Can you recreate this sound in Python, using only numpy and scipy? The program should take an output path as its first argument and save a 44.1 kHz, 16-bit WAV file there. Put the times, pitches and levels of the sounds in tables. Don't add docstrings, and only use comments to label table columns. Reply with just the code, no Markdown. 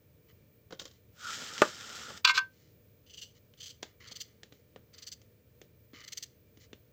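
import sys
import numpy as np
from scipy import signal
from scipy.fft import rfft, irfft
from scipy.io import wavfile

SR = 44100
rng = np.random.default_rng(int(sys.argv[2]) if len(sys.argv) > 2 else 0)


def int16_out(signal):
    q = np.round(np.clip(np.atleast_2d(signal).T, -1, 1) * 32767)
    wavfile.write(sys.argv[1], SR, q.astype(np.int16))


N = 305172
T = np.arange(N) / SR

# pitch_hz, level_db, t60_s
RIM_MODES = [(754, -28, .22), (969, -14, .16), (1034, -5, .11), (1155, -5, .07), (1268, -7, .09),
             (1455, -7, .06), (1554, 0, .155), (1873, -23, .15), (2146, -11, .14), (2254, -14, .13),
             (2429, -4, .1), (2625, -9, .08), (2718, -6, .09), (2972, -6, .08), (3422, -4, .05),
             (3785, -9, .04), (4055, -6, .05), (4107, -6, .05), (4340, -8, .04), (4670, -6, .03),
             (5093, -13, .035), (5480, -11, .04), (6040, -11, .04), (6345, -15, .035), (7560, -19, .03)]
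# frequency_hz, level_db
STEEL_SPECTRUM = [(200, -27.5), (420, -5), (800, -24.5), (1000, -8.5), (1500, -0.5), (1900, -10),
                  (2700, -4.5), (3600, -2.5), (4500, -3), (5600, -7.5), (7500, -12.5), (9500, -37.5),
                  (12500, -27.5), (16000, -31)]


def onion():
    # low_hz, low_boost_db, high_hz, high_boost_db
    strokes = [(3.063, 3.07, 3.223, 5, .13, -78, -62.5, 5.2, -49, -44, .0135, -14, -2, 2936, 16, 5990, 3),
               (3.575, 3.581, 3.699, 5, .14, -70, -60.5, 11, -47, -50.5, .014, -13, -4, 3110, 9, 6300, 0),
               (4.0, 4.081, 4.211, 4, .13, -55, -48.5, 4, -44, -37, .0085, -23, -1, 3130, 5.5, 4620, 2),
               (4.922, 4.943, 5.124, 5, .1, -66, -56.5, 4.8, -43, -45, .0105, -23, 5, 1580, 6, 4720, 4),
               (5.932, 6.009, 6.233, 6, .26, -56.5, -57, 5.3, -39, -39.5, .0068, -24, 8, 1977, 11.5, 4370, -1.5)]
    # frequency_hz, level_db
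    crunch_spectrum = [(300, -20), (900, -32), (1300, -21), (1900, -12), (2400, -9), (3000, -3), (4600, 5),
                       (6300, 3.5), (7700, -5), (9000, -22.5), (10500, -27), (12500, -18), (15500, -13.5)]
    # centre_hz, width_hz, boost_db
    hand_peaks = [(2450, 250, -5), (3340, 370, 1), (3880, 340, -8), (4300, 590, 1.5), (5400, 440, -12.5),
                  (6200, 840, 2.5), (6730, 270, -9)]
    # frequency_hz, level_db
    rub_spectrum = [(200, -18.5), (500, -4), (780, -24), (1200, 7), (1550, -4), (2050, 11.5), (2550, -4),
                    (3100, -1.5), (4300, 1), (7200, -2), (9000, -41), (15500, -18)]
    # centre_hz, width_hz, boost_db
    rub_peaks = [(1150, 160, -5.5), (2050, 660, -2), (3000, 190, 11.5), (3580, 300, -3), (4220, 350, 3.5)]
    # centre_s, level_db, half_length_s, brightness_db
    finger_shifts = [(0.303, -65.5, 0.015, -25), (0.93, -73.5, 0.051, 17), (2.62, -72.5, 0.09, 23),
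                     (3.368, -66, 0.015, 21), (3.885, -73, .042, -19), (4.56, -75, .042, 9.5),
                     (6.631, -63, .025, 30)]
    # start_s, level_db, brightness_db, resonance_hz
    blade_taps = [(3.538, -49, 15, 3100), (3.8265, -39.5, 15.5, 6800), (3.8297, -22.5, 9, 900),
                  (4.116, -39.5, -13, 336), (4.4332, -33, 11.5, 258), (4.5242, -39, 3.5, 280),
                  (4.7613, -32, -32, 1283), (5.217, -48, 17, 6090), (5.616, -37.5, 5.5, 481),
                  (5.934, -38.5, -18, 283), (6.573, -46.5, 4.5, 281), (6.7313, -32.5, -1, 3110)]
    bursts = rms_one(grains(per_s=9000, spread_db=1.0) * from_db(1.4 * drift(450)))
    rubbing = convolve(grains(per_s=6000, spread_db=2.5), response(rub_spectrum, rub_peaks))
    blade = rms_one(brighten(rubbing, -17)) * from_db(1.2 * drift(70))
    out = swells(finger_shifts, rubbing) + strikes(blade_taps, tick)
    for (touch_s, first_s, last_s, count, slowing, rub_db, first_db, rise_db, full_db, last_db,
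         half_s, glide_db, bright_db, low_hz, low_db, high_hz, high_db) in strokes:
        slit_peaks = [(low_hz, 580, low_db), (high_hz, 600, high_db)]
        cells = convolve(bursts, response(crunch_spectrum, hand_peaks + slit_peaks))
        slips = lurches(first_s, last_s, count, slowing, first_db, rise_db, full_db, last_db,
                        half_s, bright_db)
        force_db = np.interp(T, slips[:, 0], slips[:, 1])
        glide_s = last_s - first_s + 0.026
        glide = from_db(force_db + glide_db) * envelope(first_s, glide_s, release_db_per_s=206)
        rub = from_db(rub_db) * envelope(touch_s, hold_s=0.059, release_db_per_s=86)
        out += swells(slips, cells, edge_power=3.4, rise_s=0.0061) + glide * cells + rub * blade
    return out


def lurches(first_s, last_s, count, slowing, first_db, rise_db, full_db, last_db,
            half_s, final_bright_db, entry_bright_db=-11.5, stretch=1.36):
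    layer = np.arange(count)
    depth = layer / layer[-1]
    centre_s = first_s + (last_s - first_s) * depth * (1 - slowing * (1 - depth))
    level_db = np.append(np.minimum(first_db + rise_db * layer[:-1], full_db), last_db)
    half_lengths_s = half_s * stretch ** (depth - .5)
    bright_db = entry_bright_db + (final_bright_db - entry_bright_db) * depth
    return np.column_stack([centre_s, level_db, half_lengths_s, bright_db])


def tick(body_hz, onion_lowest_hz=230):
    # frequency_hz, level_db
    tap_spectrum = [(30, -27), (90, -2), (200, 4), (420, 0), (1040, -16.5), (1900, -10.5), (2600, -14),
                    (3500, -11), (4600, -16), (7100, -17.5), (9500, -53), (14000, -40)]
    tap = blow(tap_spectrum, [(body_hz, 0.44 * body_hz, 6)],
               scatter_db=-18.5, scatter_t60=0.02, tail_db=-35, tail_t60=0.21)
    return high_pass(tap, edge_hz=min(0.31 * body_hz, onion_lowest_hz))


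def colander(hop_s=0.024, hop_loss_db=11):
    # start_s, level_db, brightness_db
    pieces = [(0.7072, -40.5, -26), (0.7245, -33.5, -20), (0.7925, -44, 5), (0.7962, -29.5, 28),
              (0.8162, -37, 0), (0.854, -35, 8), (0.912, -49, 16)]
    contacts = [(start_s + hop_s * hop, level_db - hop_loss_db * hop, bright_db)
                for start_s, level_db, bright_db in pieces for hop in range(3)]
    return strikes(contacts, landing)


def landing():
    # frequency_hz, level_db
    snap_spectrum = [(100, 0), (250, 9), (480, 13.5), (900, -1), (1450, 3.5), (2400, -4), (3200, 3.5),
                     (5400, 1.5), (7200, -0.5), (9200, -29.5), (15000, -17)]
    # pitch_hz, level_db, t60_s
    plastic_modes = [(190, -1.5, 0.18), (440, -7, .09), (531, -1, 0.19), (1106, -2, 0.12),
                     (1440, -4.5, 0.2), (1900, -10, 0.11), (3170, 2, 0.086), (3660, 4, 0.035)]
    snap = blow(snap_spectrum, [], scatter_db=-6, scatter_t60=0.022, tail_db=-9, tail_t60=0.1)
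    return snap + from_db(-22) * ring(plastic_modes)


def pot():
    # time_s, friction_db, singing_db, rumble_db
    pull = [(1.12, -83, -98, -78), (1.206, -53, -54.5, -73), (1.29, -43, -42.5, -58),
            (1.336, -42.5, -49.5, -61), (1.428, -44.5, -49.5, -50.5), (1.444, -45.5, -53, -55),
            (1.52, -45, -51, -57.5), (1.572, -44.5, -46.5, -55.5), (1.595, -43, -50.5, -48)]
    # time_s, friction_db, singing_db, rumble_db
    slide = [(1.69, -45.5, -52, -53.5), (1.728, -49.5, -56, -60.5), (1.994, -47, -56, -55),
             (2.074, -49, -53, -61), (2.098, -49.5, -57, -50), (2.18, -53.5, -61.5, -61),
             (2.215, -68, -75.5, -63.5)]
    # frequency_hz, level_db
    weave_spectrum = [(500, -22), (900, -11), (1700, -1), (2300, -4), (2620, -4.5), (3200, 3), (4200, -3.5),
                      (5200, -1.5), (7400, -4.5), (8400, -13.5), (9400, -29.5), (10800, -27), (12300, -22),
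                      (15500, -25.5)]
    # centre_hz, width_hz, boost_db
    wall_peaks = [(1800, 150, 2.5), (3250, 480, -2), (5242, 300, 1.5), (7330, 170, 1.5)]
    # centre_s, level_db, half_length_s, brightness_db
    catches = [(1.345, -47, 0.0075, 0), (1.445, -47, 0.0042, 24), (1.585, -43, 0.0076, -13),
               (1.807, -43.5, 0.0041, -14), (1.962, -49, 0.013, 22), (2.174, -48.5, 0.0063, 2.5)]
    # frequency_hz, level_db
    base_spectrum = [(600, -36.5), (1050, -17.5), (1230, 0.5), (1420, 6.5), (1600, -11), (2400, -41)]
    # frequency_hz, level_db
    rumble_spectrum = [(25, -28), (60, -17.5), (130, 1.5), (240, 4), (330, -3.5), (450, 3), (650, -4),
                       (900, -4.5), (1300, -18), (3000, -44.5)]
    # start_s, level_db, brightness_db
    bumps = [(1.42, -41, -20), (1.6192, -1, -8), (1.652, -30.5, 1.5), (2.104, -33.5, -23.5)]
    time_s, *levels_db = np.transpose(np.vstack([pull, slide]))
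    friction, singing, load = (from_db(np.interp(T, time_s, db, left=-120, right=-120))
                               for db in levels_db)
    scrape = response(weave_spectrum, wall_peaks)
    hiss = convolve(grains(per_s=11000, spread_db=1.0), scrape) * from_db(0.8 * drift(90))
    grit = swells(catches, convolve(grains(per_s=2100, spread_db=2.0), scrape))
    base = convolve(rng.standard_normal(N), response(base_spectrum)) * from_db(-1 + 2.4 * drift(25))
    rumble = convolve(grains(per_s=2500, spread_db=1.5), response(rumble_spectrum)) * from_db(-1.5)
    return friction * hiss + grit + singing * base + load * rumble + strikes(bumps, knock)


def knock():
    # frequency_hz, level_db
    bump_spectrum = [(20, -47), (60, -25), (200, -11), (400, -2.5), (580, -0.5), (750, -12.5), (1150, -1.5),
                     (1700, -3.5), (2100, -13.5), (4000, -16.5), (5300, -17.5), (7500, -18), (10000, -37.5),
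                     (15000, -34.5)]
    # pitch_hz, level_db, t60_s
    pot_modes = [(428, -6, .05), (527, -5, .05), (611, -2, .06), (844, -5, .055), (965, -9, .04),
                 (1116, -6, .04), (1221, -1, .065), (1510, -7, .045), (1611, -5, .05), (1775, -10, .04),
                 (2611, -11, .04)]
    bump = blow(bump_spectrum, [], scatter_db=-24, scatter_t60=.042, tail_db=-39, tail_t60=.17)
    return bump + from_db(-14.5) * high_pass(ring(pot_modes), edge_hz=140)


def basin(skid_lag_s=.004, skid_bright_db=2):
    # start_s, level_db, brightness_db, hardness_hz, favoured_hz,
    # skid_db, skid_half_length_s
    bounces = [(2.2473, -22, 6.5, 9000, 4670, -24, 0.0025), (2.2494, -18, 5.5, 8050, 2720, -22, 0.0052),
               (2.273, -23, 1, 8000, 4080, -28.5, 0.0028), (2.2938, -17.5, -1, 4040, 2145, -28.5, .016),
               (2.3762, -19.5, 6.5, 2030, 1554, -30, 0.0039),
               (2.3868, -35.5, 18, 3000, 2429, -32.5, 0.0024)]
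    # centre_s, level_db, half_length_s, brightness_db
    scrapes = [(2.365, -32, 0.017, 0.5)]
    grating = convolve(grains(per_s=9900, spread_db=2.0), response(STEEL_SPECTRUM, rim_peaks()))
    blows = [bounce[:5] for bounce in bounces]
    skids = [(start_s + skid_lag_s, skid_db, half_s, skid_bright_db)
             for start_s, *_, skid_db, half_s in bounces]
    return strikes(blows, clang) + swells(skids + scrapes, high_pass(grating, edge_hz=590))


def clang(hardness_hz, favoured_hz, favour_db=6):
    crack = blow(STEEL_SPECTRUM, rim_peaks(),
                 scatter_db=-9, scatter_t60=.028, tail_db=-38.5, tail_t60=.05)
    crack = from_db(0.5) * high_pass(crack, edge_hz=750, order=3)
    modes = [(hz, db + favour_db * np.exp(-((hz - favoured_hz) / 110) ** 2), t60)
             for hz, db, t60 in RIM_MODES]
    ringing = from_db(-3) * high_pass(ring(modes), edge_hz=850, order=6)
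    contact = signal.butter(2, hardness_hz, fs=SR)
    return signal.lfilter(*contact, ringing + crack)


def rim_peaks(width_hz=45, boost_db=11):
    return [(hz, width_hz, boost_db) for hz, _, _ in RIM_MODES]


def yard_echo(x, echo_db, t60, size=22050):
    t = T[:size]
    tail = rng.standard_normal(size) * from_db(-60 * t / t60) * (1 - np.exp(-t / .012))
    tail = signal.lfilter(*signal.butter(1, 6000, fs=SR), tail)
    return from_db(echo_db) * convolve(x, tail / np.linalg.norm(tail))


def yard_air(air_db=-63, whine_hz=15262, whine_db=-73.5):
    # frequency_hz, level_db
    air_spectrum = [(20, -27), (45, -11.5), (80, 3.5), (120, 1.5), (200, -6), (340, -10), (480, -11),
                    (600, -16), (780, -25.5), (1300, -26.5), (2400, -27), (7000, -32), (9000, -36.5),
                    (14400, -34), (15200, -25.5), (16000, -38.5)]
    # centre_hz, width_hz, boost_db
    hums = [(112, 30, 2.5), (475, 55, 8), (593.6, 50, 5.5), (1770, 90, 3.5), (2340, 110, 9)]
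    air = convolve(rng.standard_normal(N), response(air_spectrum, hums))
    air *= from_db(air_db + 0.44 * drift(5.7))
    whine = np.sqrt(2) * np.sin(2 * np.pi * np.cumsum(whine_hz + 4 * drift(25)) / SR)
    return air + from_db(whine_db + 1.5 * drift(15)) * whine


def grains(per_s, spread_db):
    sizes = from_db(spread_db * np.minimum(rng.exponential(1, N), 4))
    return rms_one(rng.standard_normal(N) * sizes * (rng.random(N) < per_s / SR))


def swells(rows, texture, edge_power=3.18, rise_s=np.inf):
    out = np.zeros(N)
    for centre_s, level_db, half_s, bright_db in rows:
        span = slice(max(int((centre_s - 4 * half_s) * SR), 0), int((centre_s + 4 * half_s) * SR))
        t = T[span] - centre_s
        width_s = np.where(t < 0, min(rise_s, half_s), half_s)
        bell = np.exp(-.5 * np.abs(t / width_s) ** edge_power)
        out[span] += from_db(level_db) * bell * rms_one(brighten(texture[span], bright_db / 2))
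    return out


def strikes(rows, make_sound):
    out = np.zeros(N)
    for start_s, level_db, bright_db, *traits in rows:
        plain = make_sound(*traits)
        sound = brighten(plain, bright_db / 2, pivot_hz=2480)
        start = int(start_s * SR)
        sound = (sound * plain.std() / sound.std())[:N - start]
        out[start:start + len(sound)] += from_db(level_db) * sound
    return out


def blow(spectrum, peaks, scatter_db, scatter_t60, tail_db, tail_t60, size=16384):
    t = T[:size]
    scatter = from_db(scatter_db - 60 * t / scatter_t60)
    tail = from_db(tail_db - 60 * t / tail_t60)
    force = rng.standard_normal(size) * (scatter + tail)
    force[0] = 1
    sound = convolve(force, response(spectrum, peaks))
    return sound / np.abs(sound).max()


def ring(modes, size=16384):
    t = T[:size]
    return sum((-1) ** k * from_db(db - 60 * t / t60) * np.sin(2 * np.pi * hz * t)
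               for k, (hz, db, t60) in enumerate(modes))


def envelope(start_s, hold_s, release_db_per_s, attack_s=0.011):
    t = T - start_s
    return np.clip(t / attack_s, 0, 1) * from_db(-release_db_per_s * np.maximum(t - hold_s, 0))


def response(spectrum, peaks=(), size=4096):
    hz = np.maximum(np.fft.rfftfreq(size, 1 / SR), 1)
    points = np.array(spectrum)
    db = np.interp(np.log(hz), np.log(points[:, 0]), points[:, 1])
    for centre_hz, width_hz, boost_db in peaks:
        db = db + boost_db / (1 + (2 * (hz - centre_hz) / width_hz) ** 2)
    cepstrum = irfft(np.log(from_db(db)))
    cepstrum[1:size // 2] *= 2
    cepstrum[size // 2 + 1:] = 0
    pulse = irfft(np.exp(rfft(cepstrum)))
    return pulse / np.linalg.norm(pulse)


def brighten(x, bright_db, pivot_hz=3500):
    low = signal.lfilter(*signal.butter(1, pivot_hz, fs=SR), x)
    return low * from_db(-bright_db) + (x - low) * from_db(bright_db)


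def high_pass(x, edge_hz, order=2):
    return signal.sosfilt(signal.butter(order, edge_hz, "high", fs=SR, output="sos"), x)


def drift(rate_hz):
    knots = rng.standard_normal(int(T[-1] * rate_hz) + 2)
    return rms_one(np.interp(T * rate_hz, np.arange(len(knots)), knots))


def convolve(x, impulse_response):
    return signal.fftconvolve(x, impulse_response)[:len(x)]


def from_db(db):
    return 10 ** (np.asarray(db) / 20)


def rms_one(x):
    return x / np.sqrt(np.mean(x ** 2) + 1e-20)


def scene():
    direct = onion() + colander() + pot() + basin()
    return (direct + yard_echo(direct, echo_db=-24, t60=0.15) + yard_air())[None]


def record(dry):
    cutoff_hz = 15900
    return signal.sosfilt(signal.ellip(10, .1, 70, cutoff_hz, fs=SR, output="sos"), dry)


dry = scene()
out = record(dry)
int16_out(out)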